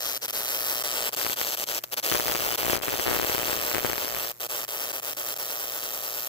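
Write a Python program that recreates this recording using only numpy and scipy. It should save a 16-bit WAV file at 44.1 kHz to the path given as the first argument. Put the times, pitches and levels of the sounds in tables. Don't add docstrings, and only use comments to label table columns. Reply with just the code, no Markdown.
import sys
import numpy as np
from scipy import signal
from scipy.fft import rfft, irfft
from scipy.io import wavfile
from scipy.ndimage import map_coordinates

SR = 44100
rng = np.random.default_rng(int(sys.argv[2]) if len(sys.argv) > 2 else 0)


def wrap_up_sound(samples):
    columns = np.atleast_2d(samples).T
    tamed = np.clip(columns, -1, 1)
    steps = np.round(tamed * 32767).astype(np.int16)
    wavfile.write(sys.argv[1], SR, steps)


N = 276948
TIME = np.arange(N) / SR
MAINS_HZ, FIRST_ZERO_S = 60.005, .0067


def from_db(db):
    return 10 ** (np.asarray(db) / 20)


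def at_times(rows, when):
    times, *columns = np.transpose(rows)
    return [np.interp(when, times, column) for column in columns]


def impulse(spectrum, size=2048):
    hz, db = np.transpose(spectrum)
    grid_hz = np.maximum(np.arange(size // 2 + 1) * SR / size, 1)
    gain = from_db(np.interp(np.log(grid_hz), np.log(hz), db))
    cepstrum = irfft(np.log(gain))
    cepstrum[1:size // 2] *= 2
    cepstrum[size // 2 + 1:] = 0
    return irfft(np.exp(rfft(cepstrum)))


def through(x, response):
    return signal.fftconvolve(np.atleast_2d(x), np.atleast_2d(response), axes=-1)[:, :N]


def noise(spectrum, channels=2):
    x = through(rng.standard_normal((channels, N)), impulse(spectrum))
    return x / x.std()


def clicks(when, sizes, order=8):
    at = np.floor(when * SR).astype(int)[:, None] + np.arange(1 - order, order + 1)
    offset = at - when[:, None] * SR
    shape = np.sinc(offset) * np.cos(np.pi * offset / (2 * order))
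    return np.bincount(np.clip(at, 0, N - 1).ravel(), (sizes[:, None] * shape).ravel(), N)


def smooth(x, seconds):
    hold = np.exp(-1 / (seconds * SR))
    return signal.lfilter([1 - hold], [1, -hold], x + 1e-18)


def above(x, hz, size=63):
    high_pass = signal.firwin(size, min(hz, .45 * SR), pass_zero=False, fs=SR)
    return signal.fftconvolve(x, high_pass[None], "same", axes=-1)


def delayed(x, ms, order=3):
    return map_coordinates(x, [np.arange(N) - ms * SR / 1000], order=order)


def wander(step_s=0.298):
    knots = rng.standard_normal(256)
    return np.interp(TIME / step_s, np.arange(len(knots)), knots)


def bell(hz, centre_hz, width_hz):
    return np.exp(-.5 * ((hz - centre_hz) / width_hz) ** 2)


# left_db, right_db
HUM_LEVELS = [(-75.5, -66.5), (-109, -96), (-72, -77)]
# pitch_hz, level_db
CORONA_TONE = [(25, -22), (150, 7), (330, 4.5), (550, 9.5), (900, 1), (1300, 4), (3500, -4.5), (7000, 1),
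               (10000, -3.5), (14500, 10), (16500, -9)]
def yard(corona_db=-54.0, throb=0.76):
    phase = 2 * np.pi * 2 * MAINS_HZ * (TIME - FIRST_ZERO_S)
    hum = sum(np.sqrt(2) * from_db([[left], [right]]) * np.sin(harmonic * phase)
              for harmonic, (left, right) in enumerate(HUM_LEVELS, 1))
    return hum + from_db(corona_db) * (1 + throb * np.sin(phase)) * noise(CORONA_TONE)


def panel_echoes(x, level_db=-16.0, dull_hz=9000, fade_60db_s=.03, size=4096):
    t = TIME[:size]
    spray = smooth(rng.standard_normal((2, size)), 1 / (2 * np.pi * dull_hz))
    tail = spray * from_db(-60 * t / fade_60db_s) * (t > .0006)
    return from_db(level_db) * through(x, tail / np.linalg.norm(tail, axis=1, keepdims=True))


# delay_ms, level_db
DETOURS = [(0.35, -12), (0.55, -15), (0.8, -15)]
def edge_echoes(x, above_hz=7000, sway_ms=.018):
    treble = above(x, above_hz)[0]
    return np.array([sum(from_db(db) * delayed(treble, ms + sway_ms * wander()) for ms, db in DETOURS)
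                     for _ in range(2)])


# time_s, left_lead_ms, left_over_right_db
MIC_PATH = [(0, 0.25, 4.5), (.7, 0.27, 4), (1.2, 0.31, 3.5), (2.2, 0.35, 3.5), (2.8, 0.347, 1),
            (3.4, 0.31, -0.5), (4.2, 0.314, 0), (4.8, 0.28, 3), (6.28, .3, 2)]
def direct_sound(source):
    lead_ms, pan_db = at_times(MIC_PATH, TIME)
    right = delayed(source[0], lead_ms, order=5)
    return np.vstack([source[0], right]) * from_db([pan_db / 2, -pan_db / 2])


# pitch_hz, level_db
RIGHT_TONE = [(50, -27), (400, 2.5), (1200, 3.5), (5000, 2.5), (7500, -0.5), (9300, -4.5), (12000, -3.5),
              (15000, 2.5)]
# pitch_hz, phase_radians
RIGHT_PHASE = [(60, .2), (500, 0.52), (2000, 0.99), (3500, 1.32), (4700, 1.93), (6500, 0.91), (8200, 3.2),
               (9200, 2.47), (10200, 6.1), (12000, 5.3), (13500, 9.5), (16000, 8.1)]
def right_opening(x, size=2048):
    log_hz = np.log(np.maximum(np.arange(size // 2 + 1) * SR / size, 1))
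    db, phase = (np.interp(log_hz, np.log(hz), values)
                 for hz, values in (np.transpose(RIGHT_TONE), np.transpose(RIGHT_PHASE)))
    response = np.roll(irfft(from_db(db) * np.exp(1j * phase)), size // 2)
    return signal.fftconvolve(x, response)[size // 2:size // 2 + N]


# time_s, low_db, upper_db, top_db
TREBLE_BANDS = [(0, 0.5, -3, -3), (.4, -0.5, -1, -2), (.7, 0.5, -1, 1), (1.05, -3, -5, -3),
                (1.4, -1.5, -4.5, -2), (2.0, -2, -3.5, -2), (2.3, -3, -8, 0), (2.7, -4, -8.5, -2),
                (3.3, -3, -7, -1), (3.8, -2, -6, 2), (4.6, -2.5, -1.5, -2), (5.5, 0, 0, .5),
                (6.28, 0, 2.5, 2)]
# time_s, centre_hz, level_db
BRIGHT_SPOT = [(0, 14900, 7), (.7, 14400, 5), (1.0, 14000, -3), (1.3, 13700, 6), (1.75, 14000, -4),
               (2.0, 11700, 3), (2.3, 12000, 0), (2.5, 14560, -1), (2.9, 15040, 0), (3.2, 14640, 2),
               (3.6, 14100, -2), (4.4, 14470, 3), (5.2, 14300, 6), (6.28, 14600, 1)]
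# time_s, centre_hz, level_db
HOLLOW_SPOT = [(0, 7060, -2), (.75, 6950, -8), (1.1, 6000, -3), (1.6, 5200, -1), (2.4, 4800, 2),
               (2.8, 5300, 0), (3.3, 5510, 1.5), (4.2, 5480, 1), (4.6, 4330, -2.5), (6.28, 4350, -2.5)]
# time_s, level_db
RIGHT_SHADE = [(0, 1.5), (.9, -0.5), (1.3, -5.5), (2.5, -3.5), (3.3, -7), (3.9, -7), (4.5, 0.5),
               (6.28, 0.5)]
def shifting_treble(x, size=256):
    hz, t, frames = signal.stft(x, SR, nperseg=size)
    hz = hz[:, None]
    low_db, upper_db, top_db = at_times(TREBLE_BANDS, t)
    bright_hz, bright_db = at_times(BRIGHT_SPOT, t)
    hollow_hz, hollow_db = at_times(HOLLOW_SPOT, t)
    shade_db, = at_times(RIGHT_SHADE, t)
    tone_db = low_db * np.interp(hz, [3000, 4000, 7000, 8000], [0, 1, 1, 0])
    tone_db += upper_db * np.interp(hz, [10000, 11000, 12500, 13500], [0, 1, 1, 0])
    tone_db += top_db * np.interp(hz, [12500, 13500], [0, 1])
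    tone_db += bright_db * bell(hz, bright_hz, width_hz=460)
    tone_db += hollow_db * bell(hz, hollow_hz, width_hz=220)
    right_db = tone_db + shade_db * bell(hz, centre_hz=8800, width_hz=2800)
    return signal.istft(frames * from_db([tone_db, right_db]), SR, nperseg=size)[1][:, :N]


# start_s, end_s, recovery_s
SPARK_BREAKS = [(.178, .213, .012), (.263, .279, .002), (.31, .324, .008), (.825, .835, .002),
                (1.097, 1.124, .001), (1.149, 1.164, .001), (1.343, 1.358, .012), (1.556, 1.566, .003),
                (1.642, 1.664, .012), (1.791, 1.837, .001), (1.844, 1.914, .008), (1.944, 1.966, .003),
                (1.999, 2.025, .008), (2.558, 2.575, .001), (2.777, 2.787, .006), (2.793, 2.818, .003),
                (4.317, 4.398, .003), (4.468, 4.488, .006), (4.651, 4.678, .003), (4.921, 4.928, .002),
                (5.001, 5.021, .003), (5.135, 5.147, .005), (5.15, 5.165, .002), (5.342, 5.355, .004),
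                (5.376, 5.382, .002)]
def firing(when):
    return ~np.any([(when > start) & (when < end) for start, end, _ in SPARK_BREAKS], axis=0)


def recovery(when):
    return np.prod([np.where(when > end, 1 - np.exp(-np.abs(when - end) / recovery_s), 1)
                    for _, end, recovery_s in SPARK_BREAKS], axis=0)


# time_s, charge_steps
TRAPPED_CHARGE = [(0, 0.73), (0.17, 2.36), (0.26, 2.63), (0.34, 3.36), (0.82, 6.24), (1.19, 9.46),
                  (1.3, 10.15), (1.37, 11.31), (1.43, 11.63), (1.54, 13.65), (1.62, 14.23), (1.77, 16.59),
                  (1.84, 17.48), (1.89, 17.63), (1.94, 18.48), (2.25, 19.11), (2.78, 22.97), (3.11, 26.46),
                  (3.56, 28.83), (3.66, 29.42), (3.76, 29.75), (4.05, 31.76), (4.19, 32.34), (4.51, 34.38),
                  (4.71, 35.17), (4.91, 37.42), (5.05, 38.21), (5.66, 43.85), (5.8, 44.86), (5.84, 45.43),
                  (6.06, 47.56), (6.28, 49.38)]
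def spark_times(step=.57, jitter_s=.000025):
    half_cycle = np.arange(int(2 * MAINS_HZ * N / SR) + 1)[:, None]
    zero_s = FIRST_ZERO_S + half_cycle / (2 * MAINS_HZ)
    charge, = at_times(TRAPPED_CHARGE, zero_s)
    polarity = np.where(half_cycle % 2, 1, -1) * np.ones(6)
    swing = -polarity * (np.arange(-3, 3) + charge % 1) * step
    when = zero_s + np.arcsin(np.clip(swing, -1, 1)) / (2 * np.pi * MAINS_HZ)
    when += jitter_s * rng.standard_normal(swing.shape)
    reached = (swing > step - 1) & (swing < 1)
    keep = reached & firing(when) & (when > 0) & (when < TIME[-1])
    return when[keep], polarity[keep], swing[keep]


def strengths(polarity, swing, polarity_db, growth_db, uneven_db):
    uneven = np.clip(rng.standard_normal(len(swing)), -2, 2)
    size = from_db(polarity_db * polarity + growth_db * swing + uneven_db * uneven)
    return size / np.sqrt(np.mean(size ** 2))


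def sizzle_level(when, polarity, swing, build_db=-5.5, after_db=-12.0, steady_db=-13):
    _, crack_db = at_times(BUZZ_LEVELS, TIME)
    size = strengths(polarity, swing, polarity_db=0.5, growth_db=-4.0, uneven_db=1.5) * recovery(when)
    energy = np.bincount((when * SR).astype(int), size ** 2, N) * N / len(when)
    build = from_db(build_db) ** 2 * smooth(energy[::-1], seconds=.0004)[::-1]
    after = from_db(after_db) ** 2 * smooth(energy, seconds=.0003)
    steady = from_db(steady_db) ** 2 * smooth(firing(TIME) * 1., seconds=.003)
    return from_db(crack_db) * np.sqrt(build + after + steady)


# pitch_hz, level_db
SCATTERED_TONE = [(25, -32), (140, -16.5), (450, -2.5), (1400, -4.5), (2500, -8.5), (4000, -4.5), (6000, 2),
                  (8000, -1), (10000, -4), (12000, 6), (14800, 1), (16500, -10.5)]
def scattered_sizzle(level, gain_db=-2.0):
    return from_db(gain_db) * level * noise(SCATTERED_TONE)


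# pitch_hz, level_db
SIZZLE_TONE = [(25, -31), (140, -12.5), (450, -0.5), (1400, -4), (2400, 0), (3500, 2.5), (6000, 4),
               (8000, -4.5), (10000, -8.5), (12000, 2), (14800, -2), (16500, -7)]
def gap_sizzle(level, gain_db=-3.5):
    return from_db(gain_db) * level * noise(SIZZLE_TONE, channels=1)


# pitch_hz, level_db
THUMP_TONE = [(20, -20), (45, -5), (100, 2.5), (200, -2.5), (380, 7), (1000, -3.5), (2200, -6), (4000, -17),
              (16000, -57)]
# time_s, level_db
FAR_SHARE = [(2.1, -11.5), (2.7, -17), (3.1, -7.5), (3.5, -20), (3.85, -12)]
def thumps(when, peak_db, signs=1):
    pulse = impulse(THUMP_TONE)
    lead_s = at_times(MIC_PATH, when)[0] / 1000
    near = from_db(peak_db) * signs
    uneven = 1 + .5 * rng.standard_normal(len(when))
    far = -near * from_db(at_times(FAR_SHARE, when)[0]) * uneven
    return through([clicks(when, near), clicks(when + lead_s, far)], pulse / pulse.max())


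# start_s, end_s, level_db
FLARE_RUNS = [(0.35, 0.863, -29), (2.112, 2.551, -19), (2.58, 2.778, -20.5), (2.862, 3.022, -18),
              (3.047, 3.251, -17), (3.268, 3.557, -23), (3.562, 3.7, -21), (3.713, 3.949, -21),
              (3.954, 4.08, -23), (4.094, 4.27, -22.5)]
def flares(when, polarity, swing, gain_db=-5.0, fade_db=9, uneven_db=9, close_db=-30.5, falloff=0.62):
    scatter_db = uneven_db * np.clip(rng.standard_normal(len(when)), -2, .8)
    signs = polarity * np.where(rng.random(len(when)) < .2, -1, 1)
    snap_db, _ = at_times(BUZZ_LEVELS, when)
    distance_db = falloff * np.minimum(snap_db - close_db, 0)
    kick_db = gain_db + scatter_db + distance_db - fade_db * np.maximum(swing, 0)
    nearest_pop_s = np.abs(when[:, None] - np.array(LOUD_SPARKS)[:, 0]).min(axis=1)
    free = nearest_pop_s > .001
    kicks = [(time_s, run_db + db, sign) for start, end, run_db in FLARE_RUNS
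             for time_s, db, sign in zip(when[free], kick_db[free], signs[free]) if start < time_s < end]
    return thumps(*np.transpose(kicks))


# start_s, thump_db, crack_db
LOUD_SPARKS = [(1.214, -24, -8.5), (1.2486, -12, -12), (1.2655, -10.5, -8), (1.298, -13, -11),
               (1.4143, -11, -5.5), (1.7163, -28, -13), (1.8402, -28, -19), (2.1166, -7.5, -8),
               (2.1227, -6, -9), (2.1334, -14, -11), (2.1483, -5.5, -30), (2.154, -20, -2),
               (2.165, -10, -30), (2.1726, -24, -18), (2.198, -7.5, -28), (2.2057, -20, -14),
               (2.2571, -15, -18), (2.2645, -11, -30), (2.282, -14, -3), (2.2978, -9.5, -16),
               (2.3165, -11.5, -26), (2.3217, -25, -5), (2.3505, -10, -26), (2.356, -15, -10),
               (2.449, -16, -19), (2.4902, -19, -17), (2.5425, -25, -16), (2.5896, -18, -19),
               (2.631, -10.5, -30), (2.6497, -9, -27), (2.666, -8, -21), (2.6818, -8.5, -26),
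               (2.6987, -5, -32), (2.7326, -4, -23), (2.75, -11, -13), (2.755, -11, -17),
               (2.7664, -9.5, -20), (2.7827, -13, -34), (2.8004, -19, -36), (2.8137, -16, -26),
               (2.8346, -16, -16), (2.8827, -7.5, -15), (2.89, -14, -11), (2.9303, -10.5, -26),
               (2.94, -10, -26), (2.9968, -8, -10), (3.0641, -8, -28), (3.073, -9, -22), (3.081, -6, -23),
               (3.0969, -10, -30), (3.1056, -13, -17), (3.1137, -6.5, -30), (3.1301, -10, -30),
               (3.1467, -9.5, -30), (3.1647, -8, -32), (3.1714, -20, -32), (3.1978, -6.5, -36),
               (3.214, -14, -30), (3.2313, -9, -30), (3.247, -8, -21), (3.2969, -7.5, -36),
               (3.316, -15, -12), (3.3486, -7, -30), (3.3811, -9.5, -7), (3.3903, -22, -14),
               (3.397, -10, -28), (3.432, -11.5, -13), (3.4819, -14, -14), (3.4975, -10, -30),
               (3.5303, -9, -17), (3.565, -16, -15), (3.715, -14, -7.5), (3.7475, -8, -3),
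               (3.756, -9.5, -17), (3.7666, -10, -9), (3.7823, -8, -7), (3.798, -17, -10),
               (3.8478, -4, -33), (3.8561, -11, -14), (3.865, -15, -9), (3.8995, -9, -14),
               (3.9148, -17, -12), (3.9323, -10.5, -9), (3.981, -13.5, -7.5), (4.0808, -27, -11),
               (4.1478, -14, -11), (4.1656, -18, -14)]
# pitch_hz, level_db
CRACK_TONE = [(100, -42), (450, -4), (1200, -9.5), (2300, -8.5), (4200, -18), (10000, -18), (16000, -19.5)]
def pops(thump_gain_db=-4.72, left_db=-0.5, right_db=-4.5):
    when, thump_db, crack_db = np.transpose(LOUD_SPARKS)
    lead_s = at_times(MIC_PATH, when)[0] / 1000
    pulse = impulse(CRACK_TONE)
    left = clicks(when, from_db(crack_db + left_db))
    right = clicks(when + lead_s, -from_db(crack_db + right_db))
    return through([left, right], pulse / pulse.max()) + thumps(when, thump_db + thump_gain_db)


def panel_booms(pitch_hz=377, fade_60db_s=0.0079, gain_db=-9, size=2048):
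    when, thump_db, _ = np.transpose(LOUD_SPARKS)
    t = TIME[:size]
    ring = np.cos(2 * np.pi * pitch_hz * t) * from_db(-60 * t / fade_60db_s)
    return through(clicks(when, from_db(gain_db + 2 * thump_db)), ring) * [[1], [0]]


# time_s, snap_db, crack_db
BUZZ_LEVELS = [(0.0, -38.5, -31.5), (0.71, -35.5, -30.5), (1.07, -32, -27), (1.18, -36.5, -26.5),
               (1.54, -36.5, -28.5), (2.01, -34, -27), (2.13, -29.5, -24.5), (2.25, -34.5, -28),
               (2.73, -32, -25), (2.84, -32.5, -29), (2.96, -36.5, -27.5), (3.08, -32, -27),
               (3.55, -32.5, -27), (3.79, -33.5, -30.5), (4.27, -36, -31), (5.1, -36.5, -34.5),
               (6.28, -38.5, -36)]
# pitch_hz, level_db
SPARK_TONE = [(20, -36), (60, -25), (175, -17), (330, 3.5), (560, 3.5), (1200, 2), (1800, 1), (2500, 1.5),
              (3200, -1.5), (5500, -16), (7500, -2.5), (10000, -4.5), (12000, 9), (13500, -2), (14700, 6),
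              (16500, 4)]
def buzz(when, polarity, swing, body_db=1.5, edge_db=-5.0, split_hz=3000):
    snap_db, crack_db = at_times(BUZZ_LEVELS, when)
    size = strengths(polarity, swing, polarity_db=-0.27, growth_db=2.5, uneven_db=1.1)
    size *= np.sqrt(N / len(when)) * recovery(when)
    pulse = -impulse(SPARK_TONE)
    pulse /= np.linalg.norm(pulse)
    dull_pulse = smooth(pulse, 1 / (2 * np.pi * split_hz))
    body = clicks(when, size * from_db(snap_db + body_db))
    edge = clicks(when, size * from_db(crack_db + edge_db))
    return through(body, dull_pulse) + through(edge, pulse - dull_pulse)


def scene():
    sparks = spark_times()
    hiss_level = sizzle_level(*sparks)
    source = buzz(*sparks) + gap_sizzle(hiss_level)
    reflected = edge_echoes(source) + panel_echoes(source) + scattered_sizzle(hiss_level)
    left, right = direct_sound(source) + reflected
    arc = shifting_treble(np.vstack([left, right_opening(right)]))
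    return arc + flares(*sparks) + pops() + panel_booms() + yard()


def record(dry, cutoff_hz=15650):
    rounded = 1.045 * np.tanh(dry / 0.73)
    return rounded - above(rounded, cutoff_hz, size=201)


dry = scene()
out = record(dry)
wrap_up_sound(out)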